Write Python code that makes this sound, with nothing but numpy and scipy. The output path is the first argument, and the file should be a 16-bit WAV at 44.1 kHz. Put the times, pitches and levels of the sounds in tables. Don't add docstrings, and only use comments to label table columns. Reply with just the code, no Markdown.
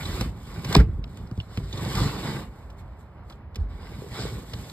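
import sys
import numpy as np
from scipy import signal
from scipy.fft import rfft, irfft, next_fast_len
from scipy.io import wavfile
from scipy.ndimage import uniform_filter1d

SR = 44100
rng = np.random.default_rng(int(sys.argv[2]) if len(sys.argv) > 2 else 0)


def transcribe(signal):
    frames = np.atleast_2d(signal).T
    limited = np.clip(frames, -1, 1)
    pcm = np.round(limited * 32767).astype(np.int16)
    wavfile.write(sys.argv[1], SR, pcm)


N = 208363


def gain_of(db):
    return 10 ** (np.asarray(db) / 20)


def evened(x):
    return x / np.sqrt(np.mean(x ** 2) + 1e-20)


def level_at(points, hz):
    point_hz, db = np.transpose(points)
    return np.interp(np.log(hz + 1), np.log(point_hz + 1), db)


def follow(rows):
    times, *columns = np.transpose(rows)
    return (np.interp(np.arange(N) / SR, times, column) for column in columns)


def add(mix, start_s, sound):
    part = mix[round(start_s * SR):][:len(sound)]
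    part += sound[:len(part)]


def coloured(x, points):
    hz = np.fft.rfftfreq(len(x), 1 / SR)
    closed = [(points[0][0] / 2, points[0][1] - 30)] + list(points)
    return irfft(rfft(x) * gain_of(level_at(closed, hz)), len(x))


def resonant(x, modes):
    out = np.zeros(len(x))
    for k, (hz, width, db) in enumerate(modes):
        pole = np.exp(-np.pi * width / SR + 2j * np.pi * hz / SR)
        out += (-1) ** k * gain_of(db) * signal.lfilter([1 - abs(pole)], [1, -pole], x).imag
    return out


def gliding(x, modes, pitch):
    out, turns = np.zeros(N), np.cumsum(pitch) / SR
    for k, (hz, width, db) in enumerate(modes):
        spin = np.exp(2j * np.pi * hz * turns)
        decay = np.exp(-np.pi * width / SR)
        ring = spin * signal.lfilter([1 - decay], [1, -decay], x / spin)
        out += (-1) ** k * gain_of(db) * ring.imag
    return out


def wander(per_s):
    span = max(int(SR / per_s), 1)
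    return evened(uniform_filter1d(uniform_filter1d(rng.standard_normal(N), span), span))


def grit(per_s, spread_db):
    size = gain_of(spread_db * np.minimum(rng.exponential(1, N), 5)) * rng.choice([-1., 1.], N)
    return evened(size * (rng.random(N) < per_s / SR))


def patchy(x, depth_db):
    bands = signal.stft(x, nperseg=512, noverlap=384)[2]
    patches = uniform_filter1d(rng.standard_normal(bands.shape[::-1]), size=14, axis=0)
    patches = uniform_filter1d(patches, size=5, axis=1)
    bands = bands * gain_of(depth_db * evened(patches).T)
    return evened(signal.istft(bands, nperseg=512, noverlap=384)[1][:N])


def cabin_rumble():
    # (frequency [Hz], level [dB])
    rumble_tone = [(30, -19.5), (55, 7.5), (100, 1), (290, -15.5), (1030, -18.5), (1600, -26),
                   (2300, -32.5), (3000, -41), (5000, -48.5), (8000, -68.5), (12000, -53), (15700, -93)]
    return gain_of(-43.5 + wander(15)) * evened(coloured(rng.standard_normal(N), rumble_tone))


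def wall_echoes(x, fade_s):
    t = np.arange(SR // 8) / SR
    tail = rng.standard_normal(len(t)) * gain_of(-60 * t / fade_s)
    return signal.oaconvolve(x, tail / np.linalg.norm(tail))[:N]


def door_motion():
    # (time [s], hiss [dB], dullness [0-1], treble [dB])
    slides = [
        [(0, -41.5, 0.5, -47), (.07, -39.5, 0.3, -51), (.16, -38.5, 0.4, -46), (.22, -34, 0.6, -48),
         (.27, -44.5, 0.84, -57.5), (.33, -58.5, 0.8, -68.5), (.45, -54, 0.1, -59.5), (.56, -46.5, 0.65, -56.5),
         (.635, -47, 0.95, -54.5), (.65, -43, 0.9, -52.5), (.72, -37.5, 0.06, -46), (.75, -32, .8, -42),
         (.786, -33, 0.7, -52), (.803, -34.5, .95, -62), (.822, -41, .95, -63), (.852, -59, 0.93, -73.5),
         (1.0, -64.5, 1, -75)],
        [(1.62, -53.5, 0.1, -65), (1.72, -50.5, 0, -58), (1.74, -41, 0.7, -56.5), (1.89, -37.5, 0.55, -45.5),
         (2.0, -32, 0, -43.5), (2.14, -37, 0.8, -51), (2.29, -34.5, 0.7, -49.5), (2.36, -37, 0.8, -50.5),
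         (2.42, -42, 0.87, -57), (2.5, -59, 1, -69.5)],
        [(3.7, -58.5, 0.72, -75), (3.8, -56, 0.8, -66), (3.88, -52, 0.6, -62), (4.1, -49, 0.7, -57.5),
         (4.14, -39.5, 0.3, -52), (4.23, -37, 0, -51), (4.28, -39.5, 0.2, -53), (4.335, -48, 0.4, -52.5),
         (4.36, -44.5, 0.84, -54), (4.44, -55, 0.6, -58), (4.56, -47.5, 0.1, -56.5), (4.72, -50.5, 0.8, -54.5)],
    ]
    # (centre time [s], half length [s], hiss [dB], treble [dB])
    brushes = [(1.178, 0.091, -58.5, -66.5), (1.403, 0.074, -60, -65.5), (1.566, 0.051, -50.5, -60),
               (2.557, 0.13, -63.5, -69.5), (2.797, 0.017, -59.5, -63.5), (2.87, 0.12, -71, -79.5),
               (3.006, 0.031, -76, -70), (3.079, 0.094, -77.5, -82), (3.312, 0.032, -61.5, -67),
               (3.608, 0.034, -60.5, -78)]
    rest_db, rest_dullness, settle_s = -103, 0.28, 0.06
    rest = (rest_db, rest_dullness, rest_db)
    t, rows = np.arange(N) / SR, []
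    for slide in slides:
        rows += [(slide[0][0] - settle_s, *rest), *slide, (slide[-1][0] + settle_s, *rest)]
    hiss_db, dullness, treble_db = follow(rows)
    for centre_s, half_s, brush_db, brush_treble_db in brushes:
        swell_db = -12 * (np.sqrt(1 + ((t - centre_s) / half_s) ** 2) - 1)
        hiss_db = np.maximum(hiss_db, brush_db + swell_db)
        treble_db = np.maximum(treble_db, brush_treble_db + swell_db)
    return hiss_db, np.clip(dullness, 0, 1), treble_db


def shaken(hiss_db, level_db, share, fall_db_per_s):
    full_hiss_db, build_s = -38, 0.083
    span = int(build_s * SR)
    late_db = uniform_filter1d(hiss_db, span, origin=(span - 1) // 2)
    driven_db = level_db + share * (late_db - full_hiss_db)
    fall_db = np.arange(N) / SR * fall_db_per_s
    return gain_of(np.maximum.accumulate(driven_db + fall_db) - fall_db)


def shaking_wood(hiss_db):
    # (base frequency [Hz], width [Hz], level [dB])
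    door_modes = [(103.2, 23, 5.5), (127.6, 13, 4.5), (158.4, 18, 3.5), (209.8, 36, -5), (251.2, 19, -4.5),
                  (282, 180, -24.5), (418.8, 32, -9), (402, 110, -12.5)]
    # (frequency [Hz], width [Hz], level [dB])
    cabinet_modes = [(43.66, 21, -2), (50.14, 3.6, 4), (74.6, 15, -5.5)]
    # (time [s], door boost [dB], cabinet boost [dB], door pitch [factor])
    shaking = [(0, 1, 12.5, 0.8), (.2, -2, 7, .9), (.4, -2, 3.5, 1.08), (.72, 4, 5, 0.91),
               (.82, 2.5, 16.5, 0.75), (1.0, 10.5, 10, 1.1), (1.5, -4, -4.5, 1.12), (1.8, 4.5, 11, .92),
               (1.87, 0, -1, 1.24), (2.0, 1, 8.5, 1.06), (2.15, -6, -7, 1.14), (2.3, -3, 5, 1.25),
               (2.6, -15, -3, 1.4), (3.6, -1.5, 8.5, 1.2), (3.92, -2, 3, 1.1), (4.15, -2, -12, 1.2),
               (4.27, -3, 3.5, 0.96), (4.45, 0.5, -2.5, 1.12), (4.72, -4.5, 2, 1.01)]
    door_db, cabinet_db, pitch = follow(shaking)
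    drum = evened(gliding(grit(250, spread_db=3.5), door_modes, pitch)) * gain_of(1.5 * wander(25))
    boom = evened(resonant(grit(200, spread_db=5.5), cabinet_modes)) * gain_of(5.5 * wander(11))
    return (drum * shaken(hiss_db, door_db - 30.5, share=0.7, fall_db_per_s=112)
            + boom * shaken(hiss_db, cabinet_db - 40.5, share=0.23, fall_db_per_s=72))


def cabinet_hum():
    # (time [s], pitch [Hz], level against the hiss [dB])
    hum = [(0, 400, -7), (.8, 403, -7), (1.8, 426, -7), (2.1, 393, -23), (2.5, 380, -12.5),
           (3.8, 430.5, -11), (3.95, 425, -6), (4.05, 421.7, 3.5), (4.15, 415.4, -16), (4.25, 437, -0.5),
           (4.4, 447, 4), (4.72, 402, -15)]
    hz, db = follow(hum)
    width_hz = 70.7
    return gain_of(db) * evened(gliding(grit(400, spread_db=7), [(1, width_hz, 0)], hz))


def scrape(tone):
    slips = grit(6000, spread_db=3.5) + 0.92 * rng.standard_normal(N)
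    gusts = gain_of(wander(55) + 0.82 * wander(330))
    return evened(coloured(slips * gusts, tone))


def rustle(treble_db):
    # (frequency [Hz], level [dB])
    rustle_tone = [(3500, 5.5), (5500, -1), (7500, 6), (10500, -3), (14000, 3.5), (15700, -45)]
    return gain_of(treble_db) * scrape(rustle_tone)


def slat_clatter(dullness):
    # (base frequency [Hz], width [Hz], level [dB])
    slat_modes = [(828, 110, 11.5), (1117.5, 34, 16.5), (1487, 70.5, 12), (1904, 90, 8.5), (2210, 73, 10),
                  (2764, 82, 5.5), (3063, 71, -0.5), (3600, 100, 8.5), (3980, 52, -1), (4280, 54, 0),
                  (4890, 89, 10.5)]
    tunings = (.955, .985, 1.015, 1.045)
    drift, muffle_hz = 0.027, 2566
    clatter = np.zeros(N)
    for tuning in tunings:
        ring = gliding(grit(400, spread_db=2), slat_modes, tuning * (1 + drift * wander(6.44)))
        clatter += ring * gain_of(4.8 * wander(9))
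    clatter = evened(clatter)
    highs = signal.sosfilt(signal.butter(2, muffle_hz, "high", fs=SR, output="sos"), clatter)
    return clatter - dullness * highs


def sliding_slats(dullness):
    # (frequency [Hz], level [dB])
    skating = [(300, 5), (1100, -6), (1900, -2), (2700, -7.5), (3700, -1.5), (4500, -4), (5300, -5.5),
               (6000, -18), (7500, -9.5), (10000, -21.5), (15700, -42.5)]
    # (frequency [Hz], level [dB])
    dragging = [(300, 12), (700, 2), (1100, 4.5), (1600, -9), (2300, -8), (2900, -9.5), (4000, -21),
                (6000, -30), (8000, -23.5), (15700, -50)]
    hiss = np.sqrt(1 - dullness) * scrape(skating) + np.sqrt(dullness) * scrape(dragging)
    return patchy(hiss + gain_of(-4.5) * slat_clatter(dullness), depth_db=2)


def clicks():
    # (time [s], peak [dB], pitch [Hz], pitched share [0-1], time to fade 60 dB [s])
    contacts = [(0.025, -32, 3720, .98, 0.067), (0.052, -26.5, 3700, .98, 0.04),
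                (.209, -19, 830, 0.17, 0.021), (.62, -44, 2520, .2, 0.023), (0.644, -24, 2060, .02, 0.043),
                (0.7258, -18, 1760, 0.1, 0.024), (0.742, -23, 4200, 0.9, 0.037),
                (0.748, -11, 2400, 0.9, 0.012), (0.7498, -4.5, 4730, 0.76, 0.009),
                (.7512, -7.5, 3440, 0.7, 0.01), (.7515, -10.5, 477, 0.65, 0.022),
                (0.752, -6.5, 930, 1, 0.012), (0.7615, -10, 3100, 0.25, 0.045),
                (0.796, -22.5, 1500, .7, 0.056), (1.04, -31, 3180, 0.8, 0.01), (1.041, -44, 1350, .8, .015),
                (1.076, -47.5, 4800, 0.3, .02), (1.171, -34, 1000, 0.23, 0.02),
                (1.271, -50, 4800, 0.8, .025), (1.312, -38, 990, 0.6, 0.015),
                (1.375, -42, 3600, 0.56, 0.012), (1.4, -26, 2930, 1, 0.015), (1.406, -38, 3150, 0.95, .03),
                (1.572, -24.5, 2860, 0.6, 0.026), (1.573, -32.5, 900, 0.85, 0.016),
                (1.598, -35, 776, 0.84, 0.049), (1.7255, -27.5, 3700, 1, 0.035),
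                (1.772, -31, 3620, 1, 0.044), (1.848, -28, 3680, 0.93, 0.024), (1.9, -27.5, 3660, 0.4, .04),
                (1.951, -19.5, 1080, 0, 0.039), (2.699, -43.5, 3080, 0, 0.046),
                (3.297, -36, 3370, 0.42, 0.035), (3.302, -38, 1035, 0.86, .06),
                (3.321, -42.5, 3370, 0.8, 0.035), (3.545, -44.5, 3630, .6, 0.022),
                (3.556, -28, 3900, 0, 0.032), (3.558, -36, 400, 1, 0.055),
                (4.533, -27.5, 3330, 0.53, 0.035), (4.54, -45, 2860, 0.8, 0.021),
                (4.696, -30, 3700, 0.66, 0.021)]
    # (frequency [Hz], level [dB])
    crack_tone = [(500, 6.5), (1500, -2.5), (2200, -0.5), (3000, 2.5), (3700, 0), (5000, 0), (7500, -10),
                  (10500, -14), (14000, -13.5), (15700, -32)]
    out, t = np.zeros(N), np.arange(6000) / SR
    for start_s, db, hz, share, fade_s in contacts:
        rise_s = 0.0006086 + 0.73 * fade_s ** 2
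        rise = (1 - np.exp(-t / rise_s)) ** 2
        fall = gain_of(-60 * t / fade_s)
        rattle = gain_of(-33 - 60 * t / 0.029)
        burst = rng.standard_normal(len(t)) * rise * (fall + rattle)
        burst[int(2 * rise_s * SR)] += 1.8
        modes = [(hz, 750, 0), (hz * 1.8, 800, -7)]
        pitched = evened(resonant(resonant(burst, modes), modes))
        crack = evened(coloured(burst, crack_tone) * (t < 0.12))
        click = (1 - share) * crack + share * pitched
        add(out, start_s, gain_of(db) * click / abs(click).max())
    return out


def struck_wood(modes, brightness, lag, length):
    t = np.arange(SR // 2) / SR
    out = np.zeros(len(t))
    for hz, db, fade_s in modes:
        age = np.maximum(t - lag * (hz ** -0.5 - 0.03), 0)
        swell = 1 - np.exp(-age * hz * 6.2)
        tilt_db = 6.76 * (brightness - 3) * np.log2(hz / 200)
        fall_db = 60 * (age / (length * fade_s)) ** 1.15
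        out += gain_of(db + tilt_db - fall_db) * swell * np.sin(2 * np.pi * hz * age)
    return out / abs(out).max()


def thumps():
    # (time [s], door peak [dB], cabinet peak [dB], brightness [higher is sharper],
    # lag from distance along the slats [factor], ring length [factor], door pitch [factor])
    blows = [(0.087, -20.5, -44, 0.9, 0.059, 0.35, 1.1), (0.208, -14.5, -27, 1.46, 0.072, 0.25, 1.26),
             (0.253, -26.5, -21.5, 0.44, 0.17, 0.27, 1.78), (0.647, -23, -34, 0.15, 0.11, 0.23, 1.37),
             (0.7554, -1.5, -3, 1.78, 0.2, 0.42, 1.01), (0.798, -13, -35, 2, 0.12, 0.43, 1.1),
             (1.309, -22, -53, 0.33, 0.15, 0.23, 1.25), (1.373, -18, -55, 0.5, 0.11, 0.36, 1.07),
             (1.572, -15, -47, 1.1, 0.088, 0.29, 1.2), (1.6, -26, -26.5, 1.3, 0.095, 1, 0.97),
             (1.832, -22.5, -32, 0.58, 0.13, 0.64, 1.05), (1.957, -14.5, -29, 0.58, 0.091, 0.51, 0.92),
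             (1.995, -24, -24, 0.7, 0.093, 0.46, 0.92), (2.06, -32, -35, 0.72, 0.15, 0.25, 0.85),
             (3.295, -41, -55.5, 2.5, 0.094, 0.43, 0.81), (3.558, -27, -38, 1.3, 0.092, 0.3, 1.29),
             (4.227, -24, -48, 0.91, 0.081, 0.28, 0.81), (4.257, -35, -34, 1.1, 0.11, 0.22, 0.68),
             (4.347, -41, -30, 0.68, 0.05, 0.35, 1.3), (4.532, -25.5, -44, 0.2, 0.1, 0.31, 0.97)]
    # (base frequency [Hz], base level [dB], base time to fade 60 dB [s])
    wood_modes = ([(57, 2, 0.42), (73.6, -14, 0.25)], [(97.7, -6, 0.26), (118.1, -4, 0.19),
                  (150.1, 2, 0.22), (171.7, -2, 0.2), (225, -4, 0.09), (258.6, 1, 0.16), (314, -4, 0.22),
                  (403.4, 1, 0.3), (518, -9, 0.11), (787, 0.5, 0.07), (973, 4, 0.026), (1300, -28, 0.0093)])
    cabinet_modes, door_modes = wood_modes
    out = np.zeros(N)
    for start_s, door_db, cabinet_db, brightness, lag, length, pitch in blows:
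        tuned = [(hz * pitch, db, fade_s) for hz, db, fade_s in door_modes]
        add(out, start_s, gain_of(door_db) * struck_wood(tuned, brightness, lag, length))
        boom = struck_wood(cabinet_modes, brightness=0.53, lag=0.75 * lag, length=length)
        add(out, start_s, gain_of(cabinet_db) * boom)
    return out


def scene():
    # (frequency [Hz], phase [radians])
    left_lead = [(0, 0), (600, -.4), (1400, 0), (2670, 2.5), (4200, 1.4), (5500, 2), (6050, 3.14),
                 (14500, 15.7), (17000, 19.4)]
    # (frequency [Hz], left minus right [dB])
    balance = [(60, -.4), (250, -.9), (600, -3.5), (1300, -.6), (4000, -2), (8000, 0)]
    # (frequency [Hz], level [dB])
    echo_tone = [(60, -26), (200, -19), (640, -11), (1400, -12), (2400, -5), (3000, -3), (5000, -5),
                 (6000, -10), (15000, -12)]
    hiss_db, dullness, treble_db = door_motion()
    sliding = gain_of(hiss_db) * (sliding_slats(dullness) + cabinet_hum())
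    steady = sliding + shaking_wood(hiss_db) + rustle(treble_db) + cabin_rumble()
    hits = thumps() + clicks()
    echoes = wall_echoes(steady, fade_s=0.12) + gain_of(-7) * wall_echoes(hits, fade_s=0.03)
    size = next_fast_len(N + SR // 4)
    hz = np.fft.rfftfreq(size, 1 / SR)
    direct = rfft(steady + hits, size)
    scattered = rfft(echoes, size) * gain_of(level_at(echo_tone, hz))
    lead = np.interp(hz, *np.transpose(left_lead))
    pan = gain_of(level_at(balance, hz) / 2) * np.exp(0.5j * lead)
    return irfft(np.array([(direct + scattered) * pan, (direct - scattered) / pan]), size)[:, :N]


def record(dry):
    low_hz, high_hz = 44, 15750
    thinned = signal.sosfilt(signal.butter(4, low_hz, "high", fs=SR, output="sos"), dry)
    treble_cut = signal.firwin(511, high_hz, window=("kaiser", 9), fs=SR)
    return signal.oaconvolve(thinned, treble_cut[None], "same")


dry = scene()
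out = record(dry)
transcribe(out)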